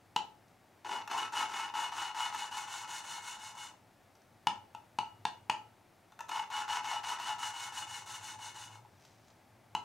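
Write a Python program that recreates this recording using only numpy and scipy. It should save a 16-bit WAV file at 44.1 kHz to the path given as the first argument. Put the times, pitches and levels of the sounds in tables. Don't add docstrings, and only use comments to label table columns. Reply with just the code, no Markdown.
import sys
import numpy as np
from scipy import signal
from scipy.fft import rfft, irfft, next_fast_len
from scipy.io import wavfile
from scipy.ndimage import uniform_filter1d, map_coordinates

SR = 44100
rng = np.random.default_rng(int(sys.argv[2]) if len(sys.argv) > 2 else 0)


def digitize_waveform(pressure):
    field = np.atleast_2d(pressure).T
    bounded = np.clip(field, -1, 1)
    quanta = np.round(bounded * 32767).astype(np.int16)
    wavfile.write(sys.argv[1], SR, quanta)


N = 433944


def amp(db):
    return 10 ** (np.asarray(db) / 20)


def unit(x):
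    return x / np.sqrt(np.mean(np.abs(x) ** 2) + 1e-20)


def along(points, hz):
    frequency, value = np.transpose(points)
    return np.interp(np.log(hz + 1), np.log(frequency + 1), value)


def curve(rows):
    return np.interp(np.arange(N) / SR, *np.transpose(rows))


def wobble(rate):
    knots = rng.standard_normal(int(N * rate / SR) + 4)
    return map_coordinates(knots, [np.arange(N) * rate / SR])


def swells(rows, fall_s):
    t = np.arange(N) / SR
    return sum(amp(db) * np.exp(-np.abs(t - s) / fall_s) for s, db in rows)


def add(track, s, sound):
    part = track[round(s * SR):][:len(sound)]
    part += sound[:len(part)]


def filtered(x, response):
    n = x.shape[-1]
    padded = 2 * next_fast_len((n + SR // 2) // 2)
    hz = np.fft.rfftfreq(padded, 1 / SR)
    return irfft(rfft(x, padded) * response(hz), padded)[..., :n]


def causal(points, hz):
    cepstrum = irfft(np.log(amp(along(points, hz))))
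    half = len(cepstrum) // 2
    fold = np.r_[1, np.full(half - 1, 2), 1, np.zeros(half - 1)]
    return np.exp(rfft(cepstrum * fold))


def resonance(hz, centre, width):
    return 1j * hz * width / (centre ** 2 - hz ** 2 + 1j * hz * width)


def noise(spectrum):
    return unit(filtered(rng.standard_normal(N), lambda hz: amp(along(spectrum, hz))))


def grains(rate, spread_db):
    sizes = amp(spread_db * rng.standard_normal(N)) * rng.choice([-1, 1], N)
    struck = rng.random(N) < rate / SR
    return unit(struck * sizes / np.sqrt(rate))


def burst(t60):
    t = np.arange(SR // 10) / SR
    x = amp(-60 * t / t60) * rng.standard_normal(len(t))
    return x / np.linalg.norm(x)


# (frequency [Hz], relative density [dB per Hz])
AIR_SPECTRUM = [(15, -46), (25, -10.5), (59, -22), (86, -5.5), (107, -9), (173, -7.5), (368, -9),
                (445, -13.5), (722, -8), (895, -9), (970, -14), (2300, -19.5), (2920, -23.5), (4380, -26.5),
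                (15500, -34.5)]
# (time [s], level [dB])
HUM_LEVEL = [(0.0, -73.5), (4.15, -75), (4.55, -67.5), (4.85, -70), (5.1, -63.5), (5.8, -71), (6.1, -75),
             (7.9, -68.5), (8.74, -64.5), (9.84, -69.5)]
AIR_DB = -65


def background():
    air = amp(AIR_DB + 0.2 * wobble(1.36)) * noise(AIR_SPECTRUM)
    hum = unit(filtered(rng.standard_normal(N), lambda hz: resonance(hz, 106.2, 26.6) ** 2))
    return air + amp(curve(HUM_LEVEL)) * hum


# (frequency [Hz], time to fall 60 dB [s])
GARAGE_T60 = [(120, 0.29), (400, 0.5), (900, 0.28), (3000, 0.26), (7000, 0.26), (14000, 0.082)]


def garage(x, size=8192):
    wet = np.zeros(N + SR)
    delay = round(.009 * SR)
    for i in range(0, N, size):
        hz, t, z = signal.stft(rng.standard_normal(SR // 2), SR, nperseg=256)
        decay = amp(-60 * t / along(GARAGE_T60, hz)[:, None])
        tail = signal.istft(z * decay, SR, nperseg=256)[1]
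        answer = signal.fftconvolve(x[i:i + size], tail / np.linalg.norm(tail))
        wet[i + delay:][:len(answer)] += answer
    return wet[:N]


# (time at its loudest [s], level [dB])
PALM_BRUSHES = [(9.06, -67), (9.28, -75)]
BRUSH_FALL_S = 0.077
# (time [s], level [dB])
FINGER_TICKS = [(0.4823, -47), (4.153, -42), (4.2178, -45), (9.0514, -36), (9.2824, -42), (9.3028, -42)]
# (frequency [Hz], relative level [dB])
SKIN_CONTACT = [(300, -14), (1200, 1), (3000, 0), (6000, 4), (9000, -10), (15000, -19)]


def handling():
    touch = swells(PALM_BRUSHES, BRUSH_FALL_S) * grains(1000, spread_db=3.5)
    for s, db in FINGER_TICKS:
        add(touch, s, amp(db) * burst(t60=.025))
    return filtered(touch, lambda hz: unit(causal(SKIN_CONTACT, hz)))


# (frequency [Hz], width [Hz], level [dB])
HEAD_MODES = [(724, 22, -8.5), (858.4, 20.7, 4.5), (933, 78, -0.5), (907, 49, -13), (983, 34, -15),
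              (1056, 240, -18), (1287, 26, -9), (1316, 5.8, -1.5), (1404, 57, -12), (1480, 4.4, -39),
              (1740, 16, -12), (2523, 33, -13), (2664, 77, -10), (2893, 6.3, -2), (2733, 60, -14),
              (3558, 85, -7), (3850, 220, -18), (4270, 61, -12.5), (5045, 230, -21), (5820, 620, -17.5),
              (6400, 340, -18.5), (6916, 56, -9), (8550, 113, -26.5), (11450, 490, -24)]
# (frequency [Hz], level [dB])
WEAK_MODES = [(40, -47), (100, -39), (220, -22.5), (400, -10.5), (560, -18.5), (1200, -28), (2000, -19),
              (2400, -24), (4600, -27.5), (6300, -12.5), (10000, -33.5), (15000, -27.5)]


def head(force, contact):
    def response(hz):
        modes = sum(amp(db) * resonance(hz, f, width) for f, width, db in HEAD_MODES)
        return unit((modes + causal(WEAK_MODES, hz)) * causal(contact, hz))
    return filtered(force, response)


# (frequency [Hz], width [Hz])
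VALVE_MODES = [(2922, 22), (2178, 14)]
UPPER_MODE, LOWER_MODE = VALVE_MODES


def valve(force, mode):
    return filtered(force, lambda hz: unit(resonance(hz, *mode)))


# (time at its loudest [s], level [dB])
STEM_CHATTERS = [(1.148, -31.5), (6.935, -34), (7.12, -38), (7.297, -35.5)]
CHATTER_FALL_S = 0.02
# (frequency [Hz], relative level [dB])
STEM_CONTACT = [(100, -22), (300, -14), (550, -10.5), (850, 6), (1100, 1.5), (1500, -8), (3000, -6),
                (8000, -24), (15000, -40)]
RATTLE_PER_S, RATTLE_DB, TURN_DB = 32, -60.5, -29.5


def rattle():
    force = swells(STEM_CHATTERS, CHATTER_FALL_S) * grains(1500, spread_db=2.5)
    knocks = amp(RATTLE_DB) * grains(RATTLE_PER_S, spread_db=3.5)
    for start, end, *_ in LAPPING_SPELLS:
        add(force, start, knocks[round(start * SR):round(end * SR)])
    for start, *_ in STICK_TWISTS:
        add(force, start, amp(TURN_DB) * burst(t60=0.028))
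    return head(force, STEM_CONTACT)


# (time [s], level [dB])
GRAIN_CRUSHES = [(0.849, -29), (1.076, -13), (1.114, -11), (1.324, -26), (2.347, -11.5), (6.121, -30),
                 (6.191, -19.5), (6.206, -14.5), (6.292, -11), (6.502, -19.5), (7.199, -13.5)]
# (frequency [Hz], relative level [dB])
CRUSH_CONTACT = [(40, -7), (200, -7), (600, -4), (900, 5.5), (1400, 7.5), (3000, 1), (7000, -7.5),
                 (14000, -7.5)]
BREAK_DB = -22


def crushes():
    force = np.zeros(N)
    for s, db in GRAIN_CRUSHES:
        add(force, s, amp(db) * burst(t60=0.032))
    for start, _, top_speed in STICK_TWISTS:
        add(force, start, amp(BREAK_DB) * top_speed * burst(t60=0.17))
    return head(force, CRUSH_CONTACT)


# (time [s], knock level [dB], valve ring re knock [dB],
# crack re knock [dB], overtone favoured by the spot that lands [Hz])
SEAT_TAPS = [(0.162, 0, -7.5, -10.5, 4100), (4.47, 1.5, -9.5, -9.5, 3560), (4.749, -17, -30, -14, 3620),
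             (4.987, -1.5, -16, -14, 4400), (5.2523, -2, -32, -8.5, 3560), (5.4976, -0.5, -8, -9, 4280),
             (9.75, -4, -8.5, -12.5, 3970)]
# (frequency [Hz], relative level [dB])
BLOW_CONTACT = [(40, -11), (110, 16.5), (210, 13.5), (320, -1), (520, -9), (700, 3.5), (880, 10),
                (1150, 2.5), (1400, 2), (2000, -22.5), (2650, 7), (4200, -20), (6300, -12), (14000, -31)]
# (frequency [Hz], relative level [dB])
CRACK_SPECTRUM = [(60, -58), (500, -0.5), (1500, 3), (2800, 3.5), (4200, 0), (6400, -7.5), (9000, -11.5),
                  (14000, -32)]
SEATED_WIDTH_HZ = 46


def taps(landing=0.002132, rim_db=-13, rim_crack_db=-6.5, overtone_db=-20.5):
    knocks, blows, cracks, overtones = np.zeros((4, N))
    for s, db, ring_db, crack_db, overtone_hz in SEAT_TAPS:
        rim_s = s + landing
        knocks[round(s * SR)] = amp(db)
        knocks[round(rim_s * SR)] = amp(db + rim_db)
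        blows[round(rim_s * SR)] = amp(db + ring_db)
        add(cracks, s, amp(db + crack_db) * burst(t60=0.026))
        add(cracks, rim_s, amp(db + crack_db + rim_crack_db) * burst(t60=0.0047))
        overtone = valve(signal.unit_impulse(SR // 4), (overtone_hz, SEATED_WIDTH_HZ))
        add(overtones, s, amp(db + overtone_db) * overtone)
    ringing = valve(blows, (UPPER_MODE[0], SEATED_WIDTH_HZ)) + overtones
    crack = filtered(cracks, lambda hz: unit(causal(CRACK_SPECTRUM, hz)))
    return head(knocks, BLOW_CONTACT) + ringing + crack


# (start [s], end [s], time until the grit is half worn [s],
# time scale of the wear [s], level of the churning paste at the start [dB])
LAPPING_SPELLS = [(0.85, 3.74, 1.84, 0.29, -45), (6.19, 8.87, 1.395, 0.22, -55)]
PASTE_DB_PER_S = -12


def paste():
    wear, fresh = np.zeros((2, N))
    for start, end, half_worn, wear_s, paste_db in LAPPING_SPELLS:
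        age = np.arange(round((end - start) * SR)) / SR
        add(wear, start, 1 / (1 + np.exp((half_worn - age) / wear_s)))
        add(fresh, start, amp(paste_db + PASTE_DB_PER_S * age))
    return wear, fresh


# (start [s], length with its rest [s], top speed [0-1])
STICK_TWISTS = [(0.846, 0.19, 0.32), (1.099, .2, 0.61), (1.322, 0.17, 1), (1.484, .23, 0.47),
                (1.738, .18, 0.79), (1.917, 0.22, 0.61), (2.147, 0.18, 0.92), (2.319, 0.19, 0.69),
                (2.511, 0.17, 0.81), (2.673, 0.21, .8), (2.876, 0.17, 0.88), (3.037, 0.2, 0.76),
                (3.22, 0.18, 0.73), (3.39, .16, 0.47), (3.55, .17, 0.49), (6.284, .17, 0.39),
                (6.506, 0.16, 0.66), (6.679, 0.14, 0.87), (6.833, 0.18, 0.7), (7.03, 0.16, 0.81),
                (7.186, 0.19, .66), (7.383, 0.16, 0.97), (7.535, 0.19, 0.83), (7.722, .15, 0.96),
                (7.868, 0.19, 0.66), (8.06, 0.16, 0.73), (8.21, 0.17, 0.63), (8.388, 0.16, .5),
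                (8.542, 0.17, 0.45), (8.701, 0.11, 0.09)]
BREAKAWAY, STOP = .14, 0.97
FASTEST = .44
REST_S = 0.0073


def twists():
    speed = np.zeros(N)
    for start, length, top_speed in STICK_TWISTS:
        u = np.linspace(0, 1, round((length - REST_S) * SR))
        phase = np.interp(u, [0, FASTEST, 1], [BREAKAWAY, .5, STOP])
        add(speed, start, top_speed * np.sin(np.pi * phase) ** 2)
    return speed


# (frequency [Hz], relative level [dB])
COARSE_CONTACT = [(100, -15), (200, -14), (530, -16.5), (850, 6), (2200, 9), (3600, -4.5), (5000, 0.5),
                  (8000, -24), (15000, -27)]
# (frequency [Hz], relative level [dB])
FINE_CONTACT = [(100, -13), (900, -32.5), (1500, 6.5), (3000, -3), (4500, 4.5), (6500, -1.5), (9500, 3.5),
                (12000, -4.5), (14000, -29), (15500, -5)]
# (frequency [Hz], relative level [dB])
PASTE_SPECTRUM = [(100, -29), (250, 5.5), (400, 8), (550, -2), (900, 14), (2000, -36), (8000, -60)]
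GRIT_DB, GRIT_WEAR_DB = -37, -15
RING_DB, RING_WEAR_DB = -42, -9
LOW_RING_DB, LOW_RING_WEAR_DB = -51.5, -6.5
HISS_DB = -45.5


def grinding():
    speed = twists()
    wear, fresh = paste()
    judder = wobble(85)
    crunch = speed ** 0.34 * amp(1.38 * judder) * grains(450 + 1500 * speed, spread_db=4.0)
    hiss = speed ** 0.76 * amp(1.0 * judder) * grains(2000 + 7000 * speed, spread_db=1.5)

    upper = valve(amp(RING_DB + RING_WEAR_DB * wear) * crunch, UPPER_MODE)
    lower = valve(amp(LOW_RING_DB + LOW_RING_WEAR_DB * wear) * crunch, LOWER_MODE)
    damping = uniform_filter1d(speed, size=400).clip(0) ** 0.19
    ringing = (upper + lower) * damping

    coarse = head(amp(GRIT_DB + GRIT_WEAR_DB * wear) * crunch, COARSE_CONTACT)
    fine = head(amp(HISS_DB) * hiss, FINE_CONTACT)
    churn = fresh * np.sqrt(speed) * noise(PASTE_SPECTRUM)
    return coarse + fine + churn, ringing


# (frequency [Hz], left minus right [dB])
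LEFT_LEAN = [(60, 1), (200, 1.5), (800, 2.5), (1500, 2), (3000, 1.65), (5000, 0), (8000, 1.5), (13000, 0)]
# (frequency [Hz], side minus mid [dB])
STEREO_SPREAD = [(30, -4), (90, -29), (300, -12), (900, -17), (4000, -15.5), (6000, -16), (8800, -8),
                 (11500, -8.5)]
GRIND_ROOM_DB, RING_ROOM_DB, TAP_ROOM_DB = -8, -15, -8


def scene():
    scrape, ringing = grinding()
    grind = scrape + rattle() + crushes() + handling()
    knocks = taps()
    walls = garage(amp(GRIND_ROOM_DB) * grind + amp(RING_ROOM_DB) * ringing + amp(TAP_ROOM_DB) * knocks)
    mid = grind + ringing + knocks + walls + background()
    side = filtered(garage(mid), lambda hz: amp(along(STEREO_SPREAD, hz)))
    stereo = np.array([mid + side, mid - side])
    return filtered(stereo, lambda hz: amp(np.outer([.5, -.5], along(LEFT_LEAN, hz))))


TOP_HZ = 15800


def record(dry):
    return filtered(dry, lambda hz: hz < TOP_HZ)


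dry = scene()
out = record(dry)
digitize_waveform(out)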